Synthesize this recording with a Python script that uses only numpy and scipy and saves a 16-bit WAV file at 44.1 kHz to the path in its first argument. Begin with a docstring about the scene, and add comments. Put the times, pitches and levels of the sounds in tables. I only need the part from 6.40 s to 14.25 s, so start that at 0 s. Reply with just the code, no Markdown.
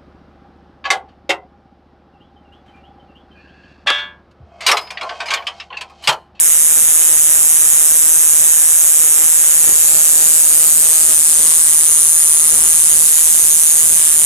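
"""A piercing, unbroken buzz near 9.4 kHz: a cicada sings on a branch close to a two-port phone.
About 158 times a second its tymbal snaps in and excites a damped ring and dry rib clicks.
A low buzz of pulses on the beat lies beneath, and bands of the song shift as the phone swings round.
Foliage scatters the song as short noise tails, and shaped noise makes a soft wash of outdoor air.
The microphone channel flattens high peaks and removes the top of the treble."""
import sys
import numpy as np
from scipy import signal
from scipy.fft import rfft, irfft, next_fast_len
from scipy.io import wavfile
from scipy.ndimage import map_coordinates

SR = 44100
rng = np.random.default_rng(int(sys.argv[2]) if len(sys.argv) > 2 else 0)


def waveform_to_disk(signal):
    """Save audio, clipped to [-1, 1], as 16-bit WAV at the path in sys.argv[1]."""
    frames = np.transpose(np.atleast_2d(signal))
    scaled = np.clip(frames, -1, 1) * 32767
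    samples = np.round(scaled).astype(np.int16)
    wavfile.write(sys.argv[1], SR, samples)


N = 346185
TIME = np.arange(N) / SR  # s


# rib clicks around each snap, before drift and hurry: delay_ms, relative_level_db, timing_scatter_ms
RIB_CLICKS = [(0.03, -11, 0.017), (0.852, -2.5, 0.04), (1.29, 2, 0.027), (1.669, 3.5, 0.0405),
              (2.001, -6, 0.1085)]
# extra travel of the song to the left port: start_s, lag_ms
LEFT_LAG = [(0, 0.15), (3.3, 0.15), (3.7, 0.1446), (4.35, 0.14), (4.9, 0.13), (5.3, 0.13), (5.7, 0.11),
            (6.1, 0.1105), (6.75, 0.14), (7.35, 0.13), (7.8, 0.12)]
# bounce off the branch, rows left and right: delay_ms (the lag is added), level_db
BRANCH_BOUNCE = [(0.73, -11), (0.653, -11)]
# low ticks at the left and right port: level_db
GRIT_LEVEL_DB = (-11.5, -12.5)
RIB_HURRY_MS, RIB_RECOVER_S = 0.1155, 1.98  # after the stumble ribs buckle sooner, then ease back
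PORT_SCATTER_MS, PULSE_SCATTER_MS = 0.0066, 0.0089
BUZZ_FALL_DB, BUZZ_WAVER_DB, BUZZ_SCATTER_DB = 2, 1.67, 2.5  # fall is per unit of swing


def cicada(ring_db, rib_db, buzz_db, snap_scatter_db, rib_scatter_db, pitch_scatter):
    """Impulsive excitation: each tymbal snap times a ring, rib clicks and a low pulse at two ports."""
    times = snap_times(jitter_ms=.037, memory=.9)
    lag_ms, = curves(LEFT_LAG, times)
    delay_ms, level, scatter_ms = np.transpose(RIB_CLICKS)
    chance = np.clip(rng.standard_normal((len(times), 3, len(RIB_CLICKS))), -1.8, 1.8)
    snap_sizes = amp(ring_db + snap_scatter_db * chance[:, 0, 0])
    detune = 1 + pitch_scatter * chance[:, 0, 1]

    stumble_s = STUMBLE_EVENT[0]
    hurry_ms = RIB_HURRY_MS * (times > stumble_s) * bell(times, stumble_s, RIB_RECOVER_S, order=1)
    slip_ms = scatter_ms * rib_slips(times, chance[:, 1])
    rib_delays_s = (delay_ms - hurry_ms[:, None] + slip_ms) / 1000
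    rib_sizes = amp(rib_db + level + rib_scatter_db * chance[:, 2])

    arrivals = [times + lag_ms / 1000, times]
    ports = []
    for port, (at, (bounce_ms, bounce_db)) in enumerate(zip(arrivals, BRANCH_BOUNCE)):
        tone = ring(at, snap_sizes, port, detune, rise_ms=0.15, steepness=4.6)
        rib_times = at[:, None] + rib_delays_s
        # each click reaches each port a little early or late
        stray_s = PORT_SCATTER_MS * rng.standard_normal(rib_times.shape) / 1000
        ribs = rib_clicks(rib_times + stray_s, rib_sizes, port, bounce_ms + lag_ms, bounce_db)
        ports.append(tone + ribs + amp(GRIT_LEVEL_DB[port]) * grit(rib_times))

    pulse_level = BUZZ_WAVER_DB * wobble(times, rate=11) + BUZZ_SCATTER_DB * chance[:, 0, 2]
    pulse_level = pulse_level - BUZZ_FALL_DB * position(times)
    # the low pulse comes just ahead of the ring, which needs a few cycles to build up
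    pulse_times = times - .0003 + PULSE_SCATTER_MS * rng.standard_normal(len(times)) / 1000
    buzz = low_buzz(pulse_times, amp(pulse_level), second_ms=1.623, second_db=-16, smear_ms_per_khz=0.4455)
    return np.array(ports) + amp(buzz_db)[:, None] * buzz


SNAP_HZ = 158.3
# the one stumble of the beat: centre_s, half_length_s, rate_loss_hz
STUMBLE_EVENT = (3.35, .06, 2.3)


def snap_times(jitter_ms, memory):
    """Quasi-periodic excitation: a steady muscle beat whose timing errors fade over the next snaps."""
    when, length, lost_hz = STUMBLE_EVENT
    cycles = np.cumsum(SNAP_HZ - lost_hz * bell(TIME, when, length)) / SR
    beats = np.interp(np.arange(int(cycles[-1]) + 1), cycles, TIME)
    slips = rng.standard_normal(len(beats))
    return beats + signal.lfilter([jitter_ms / 1000], [1, -memory], slips)


# song at the left port: start_s, pitch_at_crest_hz, ring_length_ms, sizzle_gain_db
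LEFT_SONG = [(0, 9150, 0.83, -2), (2.8, 9160, 0.9, 2), (3.4, 9350, 0.71, 6), (4.3, 9370, 0.96, 5),
             (4.9, 9490, 0.74, 5), (5.6, 9690, 1, -2), (6.3, 9800, 0.82, 1), (6.65, 10040, 0.61, -12),
             (7.2, 9830, 0.55, -1), (7.55, 9740, 0.59, -1), (7.85, 9800, 0.88, -4)]
# song at the right port: start_s, pitch_at_crest_hz, ring_length_ms, sizzle_gain_db
RIGHT_SONG = [(0, 9440, 0.86, 3.5), (2.7, 9246, 1, 2), (3.2, 9370, 0.75, -2.5), (3.6, 9280, 0.9, 1),
              (4.5, 9350, 0.53, 3.5), (4.9, 9000, 0.51, 0), (5.5, 9400, 0.46, 0), (6.25, 9500, 0.41, 1.5),
              (6.6, 9120, 0.76, 1), (7.85, 9230, 0.65, 2)]
# pitch slide within each ring, left and right: glide_hz_per_ms
RING_GLIDE = (-150, 647)
AFTER_DB, AFTER_MS = (-14.5, -18), 1.61  # faint after-ring: left and right level, length


def ring(times, sizes, port, detune, rise_ms, steepness, crest_ms=.35):
    """Damped resonance: the abdomen rings briefly after each snap, then dies to a faint after-ring."""
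    last = np.maximum(np.searchsorted(times, TIME) - 1, 0)
    age_ms = np.maximum(TIME - times[last], 0) * 1000
    pitch_hz, hold_ms, _ = curves((LEFT_SONG, RIGHT_SONG)[port], TIME)
    after_ring = amp(AFTER_DB[port]) * bell(age_ms, 0, AFTER_MS, order=6)
    decay = bell(age_ms, 0, hold_ms, steepness) + after_ring
    from_crest = age_ms - crest_ms  # the phase is set at the crest
    mean_pitch_hz = pitch_hz * detune[last] + RING_GLIDE[port] * from_crest / 2
    cycles = mean_pitch_hz * from_crest / 1000
    envelope = sizes[last] * (1 - np.exp(-age_ms / rise_ms)) * decay
    tone = envelope * np.sin(2 * np.pi * cycles)
    return filtered(tone, lambda hz: 1 - bell(hz, 0, 4700, order=8))  # the ring is kept above about 5 kHz


# colour of a rib click: frequency_hz, level_db
CLICK_COLOUR = [(4300, -35), (5300, -17.5), (6100, -7), (6750, 1.5), (7400, -0.9), (7850, 0.5), (8400, 0.5),
                (9400, 0), (10200, -5), (10750, 1.5), (11300, 1), (12200, -3), (13200, -9.5),
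                (14300, -10.5)]
SIZZLE_HZ, SIZZLE_WIDTH_HZ = 12200, 870


def rib_clicks(times, sizes, port, bounce_ms, bounce_db):
    """Comb filtering: dry clicks and their bounce off the branch carve slowly moving bands."""
    bounce = impulses(times + bounce_ms[:, None] / 1000, sizes * amp(bounce_db))
    clicks = struck(impulses(times, sizes) + bounce, CLICK_COLOUR)
    _, _, sizzle_db = curves((LEFT_SONG, RIGHT_SONG)[port], TIME)
    sizzle = filtered(clicks, lambda hz: resonance(hz, SIZZLE_HZ, SIZZLE_WIDTH_HZ))
    return clicks + (amp(sizzle_db) - 1) * sizzle


DRIFT_SHARE, DRIFT_HZ = 0.748, 23.99  # share of the timing scatter that drifts over several snaps, and its rate


def rib_slips(times, chance):
    """Correlated jitter: each rib buckles early or late, partly by slow drift, partly anew each snap."""
    drift = np.transpose([wobble(times, DRIFT_HZ) for _ in RIB_CLICKS])
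    return np.sqrt(DRIFT_SHARE) * drift + np.sqrt(1 - DRIFT_SHARE) * chance


# colour of the irregular low ticks: frequency_hz, level_db
GRIT_COLOUR = [(150, -24), (500, -6), (1000, 2.5), (1600, 2), (2500, -2), (3700, -16), (4400, -21),
               (5400, -2), (6500, -13)]


def grit(times):
    """Random impulse excitation: low ticks of random size and sign at the clicks roughen the buzz."""
    return struck(impulses(times, rng.standard_normal(times.shape)), GRIT_COLOUR)


# colour of the low buzz on the beat: frequency_hz, level_db
BUZZ_COLOUR = [(60, -45), (160, -5), (500, -12), (950, 1.5), (1400, 2), (1850, 2), (2500, -0.5),
               (3050, 0.5), (3700, -7.5), (4400, -20), (5300, -6), (6500, -10)]
# bands of the low buzz, two dull, one nasal, one raspy: frequency_hz, width_hz, relative_level_db
BUZZ_BANDS = [(320, 240, -8), (590, 540, -3), (1215, 220, 3.5), (3740, 1650, 2)]
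# change in their level: start_s, dull_db, nasal_db, raspy_db
BUZZ_BAND_CHANGE = [(0, -3, -12, -12), (.5, 4, -20, -8), (3.2, 3.5, -12, -13), (3.7, 9.5, -7, -4),
                    (5.0, 7, -4, 2.5), (5.15, -4.5, -4, 1.5), (6.3, -8, -1, -2), (7.85, -11, -14, -9)]
BAND_WAVER_DB = 1.2  # each band wavers on its own


def low_buzz(times, sizes, second_ms, second_db, smear_ms_per_khz):
    """Source and filter: paired pulses on the beat, coloured in bands, buzz low beneath the song."""
    first = impulses(times, sizes)
    second = impulses(times + second_ms / 1000, sizes * amp(second_db))
    buzz = struck(first + second, BUZZ_COLOUR)
    dull, nasal, raspy = curves(BUZZ_BAND_CHANGE, TIME)
    for (centre, width, db), change in zip(BUZZ_BANDS, [dull, dull, nasal, raspy]):
        band = filtered(first, lambda hz: resonance(hz, centre, width))
        buzz = buzz + amp(db + change + BAND_WAVER_DB * wobble(TIME, rate=6)) * band
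    # dispersion: the high tones of each pulse come later than its low ones
    return filtered(buzz, lambda hz: np.exp(-1j * np.pi * smear_ms_per_khz * (hz / 1000) ** 2))


# swing of the phone round the branch: start_s, position (0-1)
PHONE_SWING = [(0, 0.11), (2.9, 0.05), (3.5, 0.48), (4.5, 0.6), (5.25, 0.72), (6.75, 0.62), (7.85, 0.87)]


def position(at):
    """Kinematics: where the phone is along its swing, joined by straight lines."""
    return curves(PHONE_SWING, at)[0]


# bands that swell or sink: centre_s, half_length_s, frequency_hz, width_hz, left_db, right_db
SWING_BANDS = [(1.04, 2.7, 1730, 870, 2, 4.5), (2.9, 0.4, 400, 190, -1, 1.5),
               (1.4, 2.2, 5300, 150, 2.5, 3.5), (1.15, 1.7, 10600, 560, 2, 3),
               (1.6, 2.2, 11900, 770, -6, 1), (1.2, 1.7, 12600, 500, 2.5, -5),
               (2.2, 2.1, 8750, 410, 0, -4.5), (3.65, 0.38, 7200, 410, 3.5, 2.5),
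               (3.6, 0.73, 6240, 480, -3.5, -1.5), (3.8, 0.91, 11700, 600, 1.5, 2.5),
               (4.2, 1, 12500, 600, -9, -1), (3.7, 0.6, 9150, 530, 3, 1), (4.44, 0.3, 8250, 300, 2, 2),
               (4.6, 0.55, 10000, 580, 4, 0.5), (5.86, 0.9, 9450, 480, 1.5, 2),
               (5.9, 0.45, 11300, 920, -3.5, -6), (5.75, 0.55, 12200, 450, 7, 2.5),
               (6.8, 1.1, 9000, 250, 4.5, -1.5), (7.1, 0.68, 1240, 440, 1.5, -3.5),
               (7, 0.6, 11500, 1600, 3.5, 1.5), (6.87, 0.58, 6600, 580, 3.5, 2),
               (7.2, 0.5, 11800, 500, 2, -1), (7.3, 0.5, 13600, 780, 5, 2)]


def shifting(song):
    """Directional filtering: bands come and go as the phone moves past the branch and its leaves."""
    shifted = song
    for when, length, centre, width, *port_db in SWING_BANDS:
        band = filtered(song, lambda hz: resonance(hz, centre, width))
        shifted = shifted + bell(TIME, when, length, order=6) * (amp(port_db)[:, None] - 1) * band
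    return shifted


FOLIAGE_T60 = 0.25  # s


def foliage(x, wet_db, ring_cut_db, count=80):
    """Diffuse scattering: swaying leaves give ever new echo tails; the beamed ring scatters less."""
    t, hop = TIME[:SR // 4], N // count
    echo = np.zeros((2, N + SR))
    for start in range(0, N, hop):
        tail = rng.standard_normal((2, len(t))) * amp(-60 * t / FOLIAGE_T60) * (t > .002)
        part = signal.fftconvolve(x[:, start:start + hop], tail / np.linalg.norm(tail[0]), axes=1)
        echo[:, start:start + part.shape[1]] += part

    def scatter(hz):
        long_waves = 1 - 0.037 / (1 + (hz / 4500) ** 4)  # long waves scatter very slightly less
        return long_waves * amp(wet_db - ring_cut_db * np.exp(-((hz - 9550) / 1000) ** 2))

    return filtered(echo[:, :N], scatter)


# spectrum of outdoor air: frequency_hz, relative_density_db (per Hz)
AIR_COLOUR = [(25, -8.5), (100, -6.5), (220, -6.5), (400, -5), (1000, -4.5), (1800, -3.5), (2600, -0.5),
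              (3300, -1), (4300, -0.5), (6000, -1), (14000, -62)]
# one low puff of air: centre_s, half_length_s, rise_db
AIR_PUFF = (3.29, 0.031, 6.5)
RUMBLE_DB, RUMBLE_RISE_DB, RUMBLE_WAVER_DB = -44.5, 6.5, 2.5  # base, rise per unit of swing, waver


def air(rustle_db, split_hz):
    """Broadband noise: a soft outdoor wash, unrelated at the two ports, with a wavering low part."""
    low = lambda hz: 1 / (1 + (hz / split_hz) ** 4)
    colour = lambda hz: amp(along(AIR_COLOUR, hz))
    rumble = filtered(rng.standard_normal((2, N)), lambda hz: colour(hz) * np.sqrt(low(hz)))
    rustle = filtered(rng.standard_normal((2, N)), lambda hz: colour(hz) * np.sqrt(1 - low(hz)))
    when, length, puff_db = AIR_PUFF
    level_db = RUMBLE_DB + RUMBLE_RISE_DB * position(TIME) + puff_db * bell(TIME, when, length)
    level_db = level_db + RUMBLE_WAVER_DB * wobble(TIME, rate=7)
    return amp(level_db) * unit(rumble) + amp(rustle_db) * unit(rustle)


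# colour difference of the ports: frequency_hz, left_minus_right_db
PORT_COLOUR = [(100, 9), (1000, 4.5), (2200, 4.5), (3500, -3), (6500, 2), (8000, 3), (8800, 2), (9600, 1.5),
               (10250, 3), (10850, 11), (11600, 4.5), (12400, -2.5), (14000, 3)]


def port_colour(x):
    """Spectral difference between receivers: each port takes half of it, with opposite sign."""
    return filtered(x, lambda hz: amp(np.outer([.5, -.5], along(PORT_COLOUR, hz))))


def overload(x, top, hardness):
    """Saturation: the microphone channel flattens peaks towards a ceiling."""
    return x / (1 + np.abs(x / top) ** hardness) ** (1 / hardness)


# narrow bands, mostly made quieter: centre_s, half_length_s, frequency_hz, width_hz, left_db, right_db
QUIET_BANDS = [(1.3, 1.85, 4400, 460, -6, -7), (4.5, 1.2, 4220, 300, -11, 0.5),
               (5.2, 0.9, 2800, 600, -5.5, 0), (6.0, 0.32, 3900, 900, -4.5, 0),
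               (7.3, 0.89, 3450, 1310, -10, 2.5)]


def dipped(x):
    """Time-varying filtering: narrow bands under the song are mostly quieter, by set amounts at set times."""
    for when, length, centre, width, *port_db in QUIET_BANDS:
        band = filtered(x, lambda hz: bell(hz, centre, width, order=4))
        x = x + bell(TIME, when, length, order=8) * (amp(port_db)[:, None] - 1) * band
    return x


def amp(db):
    """Logarithmic level: decibels to gain."""
    return 10 ** (np.asarray(db) / 20)


def unit(x):
    """Root-mean-square level: scale to rms 1."""
    return x / np.sqrt(np.mean(x ** 2) + 1e-20)


def along(points, hz):
    """Logarithmic frequency scale: (Hz, value) points read on a log axis."""
    f, v = np.transpose(points)
    return np.interp(np.log(hz + 1), np.log(f + 1), v)


def curves(rows, at):
    """Linear interpolation: each column of a table, read at the given times."""
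    s, *cols = np.transpose(rows)
    return [np.interp(at, s, c) for c in cols]


def bell(x, centre, width, order=2):
    """Generalised Gaussian: 1 at the centre, fading beyond the width; higher orders have flatter tops."""
    return np.exp(-np.abs((x - centre) / width) ** order)


def wobble(at, rate):
    """Smooth random variation: a spline through random knots, rate knots a second."""
    return map_coordinates(rng.standard_normal(N // 100), [at * rate], mode="mirror")


def filtered(x, response):
    """Linear filtering: the spectrum of x times a response of frequency."""
    m = next_fast_len(N + SR // 4)
    return irfft(rfft(x, m) * response(np.fft.rfftfreq(m, 1 / SR)), m)[..., :N]


def resonance(hz, centre, width):
    """Damped oscillator: causal response that passes a band round its centre."""
    return 1j * hz * width / (centre ** 2 - hz ** 2 + 1j * hz * width)


def struck(x, spectrum, size=1024):
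    """Minimum phase: x through the causal response that has this spectrum."""
    cepstrum = irfft(np.log(amp(along(spectrum, np.fft.rfftfreq(size, 1 / SR)))))
    fold = np.r_[1, np.full(size // 2 - 1, 2), 1, np.zeros(size // 2 - 1)]
    return signal.fftconvolve(x, irfft(np.exp(rfft(cepstrum * fold))))[:N]


def impulses(times, sizes, order=8):
    """Band-limited sampling: windowed sinc impulses placed between samples."""
    at = np.ravel(times)[:, None] * SR
    index = np.floor(at).astype(int) + np.arange(1 - order, order + 1)
    shape = np.sinc(index - at) * np.cos(np.pi * (index - at) / (2 * order)) ** 2
    inside = (index >= 0) & (index < N)
    return np.bincount(index[inside], (shape * np.ravel(sizes)[:, None])[inside], N)


LEFT_MINUS_RIGHT_DB = -6.5  # balance of the song between the ports


def scene():
    """Superposition: the singer, its scatter and the air add up at the two ports."""
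    song = cicada(ring_db=5.5, rib_db=9.5, buzz_db=(-14, -2.8),  # low buzz at left and right port
                  snap_scatter_db=2.0, rib_scatter_db=1.15, pitch_scatter=0.0015)
    song = shifting(song) * amp(np.outer([.5, -.5], LEFT_MINUS_RIGHT_DB))
    scatter = foliage(song, wet_db=-8.0, ring_cut_db=10.0)
    return port_colour(song + scatter + air(rustle_db=-31, split_hz=530))


TOP_HZ = 14480  # band limit of the microphone channel


def record(dry):
    """Saturation and band limiting: peaks flatten, narrow bands change level, the top treble is cut."""
    fine = signal.resample_poly(dry, 2, 1, axis=1)  # oversampled to limit aliasing
    flat = signal.resample_poly(overload(fine, top=0.89, hardness=22), 1, 2, axis=1)
    return filtered(dipped(flat), lambda hz: 1 / np.sqrt(1 + (hz / TOP_HZ) ** 200))


dry = scene()
out = record(dry)
waveform_to_disk(out)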